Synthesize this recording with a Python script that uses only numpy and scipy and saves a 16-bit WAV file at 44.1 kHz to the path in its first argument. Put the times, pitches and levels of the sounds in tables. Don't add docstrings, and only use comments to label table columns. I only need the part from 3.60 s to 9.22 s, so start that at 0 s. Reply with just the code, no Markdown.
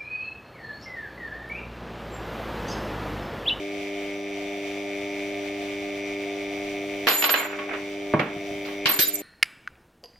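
import sys
import numpy as np
from scipy import signal
from scipy.fft import rfft, irfft
from scipy.io import wavfile
from scipy.ndimage import uniform_filter1d

SR = 44100
rng = np.random.default_rng(int(sys.argv[2]) if len(sys.argv) > 2 else 0)


def int16_out(signal):
    q = np.round(np.clip(np.atleast_2d(signal).T, -1, 1) * 32767)
    wavfile.write(sys.argv[1], SR, q.astype(np.int16))


def voltage_ratio(decibels):
    exponent = np.asarray(decibels, float) / 20
    return 10 ** exponent


N = 247842
T = np.arange(N) / SR

PULL_HZ, PULL_START_S = 99.79, .0052

# multiple of the magnetic pull, level in dB.
HUM = [(1, -21), (2, -12.5), (3, 1), (4, 1), (5, -15.5), (6, -4.5), (7, -24), (8, -20.5), (9, -21.5),
       (10, -28.5), (11, -62), (12, -23), (13, -30.5), (14, -49), (15, -40.5), (16, -20.5), (17, -63),
       (18, -26.5), (19, -66)]
# pitch in Hz, width in Hz, level in dB, lead on the hum in ms.
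HOUSING = [(2260, 360, 0, 4.5), (3110, 170, -14, 5.), (3560, 220, -13, 3.5), (4880, 260, -22, 4.),
           (5820, 420, -17, 5.8)]
# pitch in Hz, width in Hz, level in dB.
DISC_RINGS = [(699.5, 57, -41.5), (576.5, 28, -52), (510, 17, -57), (388, 83, -91)]
# time in seconds, pitch in Hz, level in dB.
SHAFT = [(0, 92, -66), (1.7, 110, -60), (2.9, 131, -53), (3.5, 143, -55), (5.62, 165, -62)]
# frequency in Hz, level in dB per Hz.
HISS = [(15, -54), (30, -2), (60, -11.5), (150, -10.5), (300, -12), (600, -4.5), (1000, -17.5), (1800, -13),
        (2300, -5), (4350, -19), (7000, -25), (10300, -34), (11000, -32), (14000, -35)]
# time in seconds, hum level in dB.
LOAD = [(0, -38), (1.2, -37), (3.4, -36.5), (5.62, -35.5)]
# frequency in Hz, side minus mid in dB.
WIDTH = [(30, -24), (70, -14), (200, -18), (380, -22), (700, -11), (1290, -4), (2380, -6), (4400, -1),
         (8120, 0), (15000, 1)]

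# start in seconds, leaving time in seconds, level in dB.
SLIDES = [
    (2.6, 3.44, -57),
    (4.6, 5.13, -52),
]
# frequency in Hz, level in dB per Hz.
SLIDE_COLOUR = [(500, -12), (2000, 3), (6000, 1), (10000, 3), (14000, 3)]
# pitch in Hz, swell in seconds, ring time against the high mode, lobe angle in rad.
COIN_MODES = [(12397, .012, 1.01, 0.), (8497, .02, 1.1, .2), (7060, .035, 1.4, 1.3)]
# first landing in seconds, detune per thousand.
THROWS = [
    (3.468, 0),
    (5.256, -1.6),
]
# start in seconds, high mode in dB, low mode in dB, T60 in seconds.
STRIKES = [(3.468, -26, -37.5, 2.5), (3.54, -28, -29.5, 2.5), (3.59, -27, -35, 1.5), (3.623, -36, -51, 1.5),
           (3.645, -26.5, -41, 2.5), (3.692, -26, -41, 2.5), (3.74, -31.5, -36, 0.56),
           (3.8, -36, -42, 0.19), (3.855, -53, -57, 0.27), (4.6, -64, -78, 0.52), (5.03, -64, -104, 1.5),
           (5.075, -55, -85, 0.29), (5.256, -38, -63, 1.3), (5.28, -21.5, -48, .6), (5.307, -23, -36, 0.28),
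           (5.39, -20.5, -36, .6), (5.47, -27, -43, .25), (5.536, -27, -37, .16)]
# start in seconds, turns per second, first edge-on moment in seconds,
# steady share from 0 to 1.
FLIGHTS = [(3.4, 21, 3.54, .985), (3.64, 16, 3.706, .85), (3.76, 16, 3.785, .93), (4.5, 9, 4.61, .8),
           (5.2, 20, 5.283, .05), (5.39, 14, 5.405, .93), (5.46, 17, 5.473, .75)]

# start in seconds, peak at 0.7-3 kHz in dB, bass in dB,
# treble in dB, early T60 in seconds.
ON_FLOOR = [(3.47, -7, -11, -6, 0.034), (3.478, -9, -16.5, -7, 0.037), (3.484, -11, -13, -1.5, 0.056),
            (3.623, -10.5, -11.5, -9.5, 0.047), (3.64, -9.5, -15, -6, 0.057),
            (3.692, -12.5, -13, -6, 0.077), (3.74, -7.5, -13.5, -14, 0.048), (3.759, -15, -33, -12, 0.033),
            (3.799, -14, -15, -24, 0.029), (3.848, -19, -15, -42, 0.069), (3.899, -25, -14, -38, 0.095),
            (3.928, -19.5, -20, -36, 0.044), (3.988, -19, -11, -23, 0.041),
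            (4.089, -21.5, -7.5, -31, 0.074), (4.109, -21, -9, -44, 0.1),
            (4.132, -20.5, -11.5, -25.5, 0.14), (4.594, -11, -8, -23, 0.09), (4.614, -25, -5.5, -47, 0.04),
            (5.049, -30, -6, -3, 0.12), (5.081, -26.5, -6, -13, 0.068), (5.257, -10, -40, -4, 0.046),
            (5.267, -14.5, -14, 0.5, 0.085), (5.292, -17, -9, -6, 0.1)]
ON_METAL = [(5.3902, -14, -13.5, -1, 0.14), (5.396, -34, -28, 17, 0.07), (5.4154, -29, -6, 9, 0.046),
            (5.4204, -37, 0.5, 3, 0.068)]
ON_TABLE = [(4.5378, -19.5, 3, -46, 0.091), (4.5398, -28, 2, -16, 0.082), (4.5448, -24.5, -12, -40, 0.036),
            (4.6015, -32, -2.5, -29, .06), (4.764, -54.5, 9, -44, 0.027), (4.909, -46.5, 8, -16, 0.034)]
# pitch in Hz, level in dB, T60 in seconds.
BOARD_MODES = [(173.6, -3, 0.079), (246, -4, 0.06), (307, -2.5, 0.08), (439, -10.5, 0.21), (599, 0.5, 0.16),
               (735, -4.5, 0.18), (872, -19, 0.69), (1112, -0.5, 0.32), (1330, -20, 0.38),
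               (1450, -0.5, 0.15), (1616, 2, 0.1), (2187, -3.5, 0.27), (2463, -1.5, 0.16), (2610, 5, 0.095),
               (2930, 8.5, 0.1), (3190, 7, 0.14), (3530, -5, 0.22), (4090, 3, 0.25)]
# pitch in Hz, level in dB, T60 in seconds.
METAL_MODES = [(3811, -22, .19), (4893, -27, .19), (9092, -37, .22), (10890, -37, .2), (11620, -39, .3),
               (13670, -44, .2)]
# start in seconds, centre in Hz, width in Hz, level in dB, T60 in seconds.
GRAZES = [(5.5555, 7200, 2500, -14.5, .012), (5.391, 12500, 6000, -31, .08), (5.415, 14400, 2200, -25, .2),
          (5.257, 2700, 2500, -8, .035), (5.39, 3000, 3500, -11, .012), (3.484, 4600, 2500, -17, .06)]
# pitch in Hz, level in dB, T60 in seconds.
TABLE_MODES = [(152, -16, 0.09), (180, -16, 0.095), (232, -23, .05), (320, -14.5, 0.084), (720, -22, .05)]
# start in seconds, level in dB.
BUMPS = [(4.5375, 0.3), (4.599, -14), (4.764, -17), (4.909, -18), (5.257, -16), (5.39, -17)]


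def spectrum(table, hz):
    at, value = np.transpose(table)
    return np.interp(np.log(hz + 1), np.log(at), value)


def stereo_noise(size, colour=None):
    hz = np.fft.rfftfreq(size, 1 / SR)
    colour_db = 0 * hz if colour is None else spectrum(colour, hz)
    mid, side = rfft(rng.standard_normal((2, size))) * voltage_ratio(colour_db)
    side = side * voltage_ratio(spectrum(WIDTH, hz))
    return irfft(np.array([mid + side, mid - side]), size)


def resonate(x, hz, width, times=1):
    for _ in range(times):
        x = signal.lfilter(*signal.iirpeak(hz, hz / width, SR), x)
    return x


def walk(rate, channels=1):
    hold = int(SR / rate)
    steps = rng.standard_normal((channels, N // hold + 1))
    return uniform_filter1d(np.repeat(steps, hold, axis=1), hold)[:, :N]


def level(x, db):
    return x * voltage_ratio(db) / np.sqrt(np.mean(x ** 2))


def curves(table):
    s, *columns = np.transpose(table)
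    return [np.interp(T, s, column) for column in columns]


def latest(table):
    table = np.array(table)
    return table[np.clip(np.searchsorted(table[:, 0], T) - 1, 0, None)].T


def lag(x, s):
    keep = np.exp(-1 / (max(s, 1e-4) * SR))
    return signal.lfilter([1 - keep], [1, -keep], x)


def hum():
    turn = 2 * np.pi * PULL_HZ * (T - PULL_START_S)
    out = 0
    for k, db in HUM:
        skew = rng.standard_normal((2, 1)) * np.clip(.008 * k ** 2, .08, .7)
        waver_db = .2 * min(k, 8) * walk(9)
        out = out + voltage_ratio(db + waver_db) * np.cos(k * turn + skew + .35)
    return out * np.sqrt(2)


def rattle():
    out = 0
    for hz, width, db, lead_ms in HOUSING:
        first_s = PULL_START_S - lead_ms / 1000 - .5 / (2 * width)
        pulls = np.arange(first_s, N / SR - .02, 1 / PULL_HZ)
        knocks = np.zeros((2, N))
        for late_s, knock_db in [(0., 0.), (.0051, -9)]:
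            chance = rng.standard_normal((len(pulls), 4)).T
            at = np.clip((pulls + late_s + 2e-5 * chance[3]) * SR, 0, N).astype(int)
            knocks[:, at] = voltage_ratio(knock_db + 1.3 * chance[0] + .7 * chance[1:3])
        knocks[1] = np.roll(knocks[1], int(hz) % 4)
        ring = level(resonate(knocks, hz, 1.5 * width, times=3), 0)
        gate = 1 + .95 * np.cos(2 * np.pi * PULL_HZ * (T - pulls[0] - .001))
        spit = level(resonate(gate * stereo_noise(N), hz, 1.2 * width, times=2), -12)
        out = out + voltage_ratio(db + 1.4 * walk(14)) * (ring + spit)
    return level(out, 0)


def disc_rub():
    out = 0
    for hz, width, db in DISC_RINGS:
        ring = level(resonate(stereo_noise(N), hz, width, times=2), db)
        out = out + ring * voltage_ratio(1.8 * walk(5))
    return out


def shaft_tone():
    hz, db = curves(SHAFT)
    return voltage_ratio(db + 2.2 * walk(5.84)) * np.sin(2 * np.pi * np.cumsum(hz) / SR)


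def brush_hiss():
    return level(stereo_noise(N, HISS), -39) * voltage_ratio(2.0 * walk(20, channels=2))


def motor():
    hum_db, = curves(LOAD)
    rattle_db = -2.5
    friction = disc_rub() + shaft_tone() + brush_hiss()
    return voltage_ratio(hum_db) * (hum() + voltage_ratio(rattle_db) * rattle() + voltage_ratio(33.5) * friction)


def slides():
    grow = 0
    for start, leaves, db in SLIDES:
        grow = grow + voltage_ratio(db) * np.interp(T, [start, leaves, leaves + .08], [0, 1, 0]) ** 1.2
    return grow * voltage_ratio(2.2 * walk(25.5)) * level(stereo_noise(N, SLIDE_COLOUR), 0)


def coins():
    struck, high_db, low_db, t60 = latest(STRIKES)
    _, turns, edge_on, steady = latest(FLIGHTS)
    landed, detune = latest(THROWS)
    sag_per_s = .006
    pitch = 1 + detune / 1000 - sag_per_s * np.clip(T - landed, 0, .3)
    turn = 2 * np.pi * turns * (T - edge_on)
    apart = np.array([[.16], [-.16]])
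    middle_db = high_db - 18
    out = 0
    for db, (hz, swell_s, longer, lobe) in zip((high_db, middle_db, low_db), COIN_MODES):
        decay = voltage_ratio(db - 60 * np.abs(T - struck) / (longer * t60))
        ring = lag((T > struck) * decay, swell_s)
        beam = steady + np.sqrt(2 * (1 - steady ** 2)) * np.sin(turn + lobe + apart)
        beam = uniform_filter1d(beam, SR // 300)
        wave = 2 * np.pi * np.cumsum(hz * pitch + 6.0 * walk(60)) / SR
        wave = wave + 4.7 * apart + .62 * walk(75, channels=2)
        tone = np.sin(wave) + voltage_ratio(-23) * np.sin(.9755 * wave)
        out = out + ring * voltage_ratio(6 + 2.4 * walk(150, channels=2)) * beam * tone
    return out


def modes(table, t, chance):
    out = 0
    for (hz, db, t60), (size, phase, skew) in zip(table, chance):
        shift = np.array([[skew], [-skew]]) * min(hz / 2500, 2)
        decay = voltage_ratio(db + 3.2 * size - 60 * t / t60)
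        out = out + decay * np.sin(2 * np.pi * hz * t + .4 * phase + shift)
    return out


def causal(colour_db):
    size = 2 * len(colour_db) - 2
    cepstrum = irfft(colour_db * np.log(10) / 20, size)
    cepstrum[1:size // 2] *= 2
    cepstrum[size // 2 + 1:] = 0
    return np.exp(rfft(cepstrum))


def room_tail(noise, t):
    room_t60_s, room_db = 0.47, -8.5
    return noise[:, ::-1] * voltage_ratio(room_db - 60 * t / room_t60_s) * np.minimum(t / 0.019, 1)


def blow(row, knee_db, push_db, top_db):
    _, db, bass_db, treble_db, t60 = row
    size = SR // 2
    t, hz = np.arange(size) / SR, np.fft.rfftfreq(2 * size, 1 / SR)
    air_db = top_db + 0.68 * treble_db
    colour = [(40, 3.4 * bass_db - 14), (170, 2.49 * bass_db + 13.0), (300, 1.32 * bass_db + 14),
              (500, bass_db + 11), (1000, knee_db), (1500, 0), (2400, 0.018), (4500, treble_db + 0.5),
              (10000, air_db), (12500, air_db + 10), (14000, air_db - 19)]
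    noise = level(stereo_noise(size), 0)
    rise = np.minimum(t / (0.00039 * voltage_ratio(-db)), 1)
    body = noise * voltage_ratio(-60 * t / max(t60, .01)) * rise
    body[:, 0] = -voltage_ratio(push_db)
    chance = rng.standard_normal((len(BOARD_MODES), 3))
    board = voltage_ratio(-26.5 + 0.2 * push_db) * modes(BOARD_MODES, t, chance) * rise
    fade = np.cos(np.pi / 2 * t / t[-1])
    dull = voltage_ratio(spectrum([(100, 1.5), (3000, -2), (6000, -4.5), (10000, -1), (16000, -28)], hz))
    both = rfft(body, 2 * size) + dull * rfft((room_tail(noise, t) + board) * fade, 2 * size)
    nearer_right = voltage_ratio(np.array([[-1.3], [1.3]]) * np.clip(hz / 1500, 0, 1))
    return irfft(both * nearer_right * causal(spectrum(colour, hz) + db + 6.0))


def metal_ring():
    chance = 0.056 * rng.standard_normal((len(METAL_MODES), 3))
    return modes(METAL_MODES, np.arange(SR // 2) / SR, chance)


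def graze(hz, width, db, t60):
    t = np.arange(SR // 2) / SR
    decay = voltage_ratio(db - 60 * t / t60) + voltage_ratio(db - 11 - 60 * t / 0.2)
    return resonate(rng.standard_normal((2, len(t))) * decay, hz, width, times=2)


def hits():
    out = np.zeros((2, N + SR))

    def place(s, sound):
        start = int(s * SR)
        out[:, start:start + sound.shape[1]] += sound

    for row in ON_FLOOR:
        place(row[0], blow(row, knee_db=-1.5, push_db=8, top_db=-31))
    for row in ON_METAL:
        place(row[0], blow(row, knee_db=-20, push_db=6.4, top_db=-9.5))
    for row in ON_TABLE:
        place(row[0], blow(row, knee_db=10.3, push_db=22, top_db=-26))
    place(5.421, metal_ring())
    for s, hz, width, db, t60 in GRAZES:
        place(s, graze(hz, width, db, t60))
    return out[:, :N]


def table_flex():
    flex = 0
    for s, db in BUMPS:
        for hz, mode_db, t60 in TABLE_MODES:
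            decay = (T > s) * voltage_ratio(db + mode_db - 60 * np.abs(T - s) / t60)
            flex = flex + decay * np.sin(2 * np.pi * hz * (T - s))
    return signal.sosfilt(signal.butter(2, 110, "high", fs=SR, output="sos"), flex)


def ducking(loud):
    threshold_db, share, sense_s, release_db_s = -30, .6, .03, 45
    memory_share, memory_s = 2.1, 0.74
    loud_db = 10 * np.log10(lag(np.mean(loud ** 2, axis=0), sense_s) + 1e-12)
    over_db = share * np.maximum(loud_db - threshold_db, 0)
    held_db = np.maximum.accumulate(over_db + release_db_s * T) - release_db_s * T
    return voltage_ratio(-held_db - memory_share * lag(held_db, memory_s))


def scene():
    loud = hits() + coins() + table_flex()
    motor_left_db = .3
    pan = voltage_ratio(np.array([[.5], [-.5]]) * motor_left_db)
    return ducking(loud) * (motor() + slides()) * pan + loud


def roll_off(x):
    return signal.sosfilt(signal.butter(12, 16080, fs=SR, output="sos"), x)


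def record(dry):
    limited = np.tanh(1.092 * dry) / 1.11
    low_pass = signal.ellip(10, .2, 80, 15850, fs=SR, output="sos")
    return roll_off(signal.sosfilt(low_pass, limited))


dry = scene()
out = record(dry)
int16_out(out)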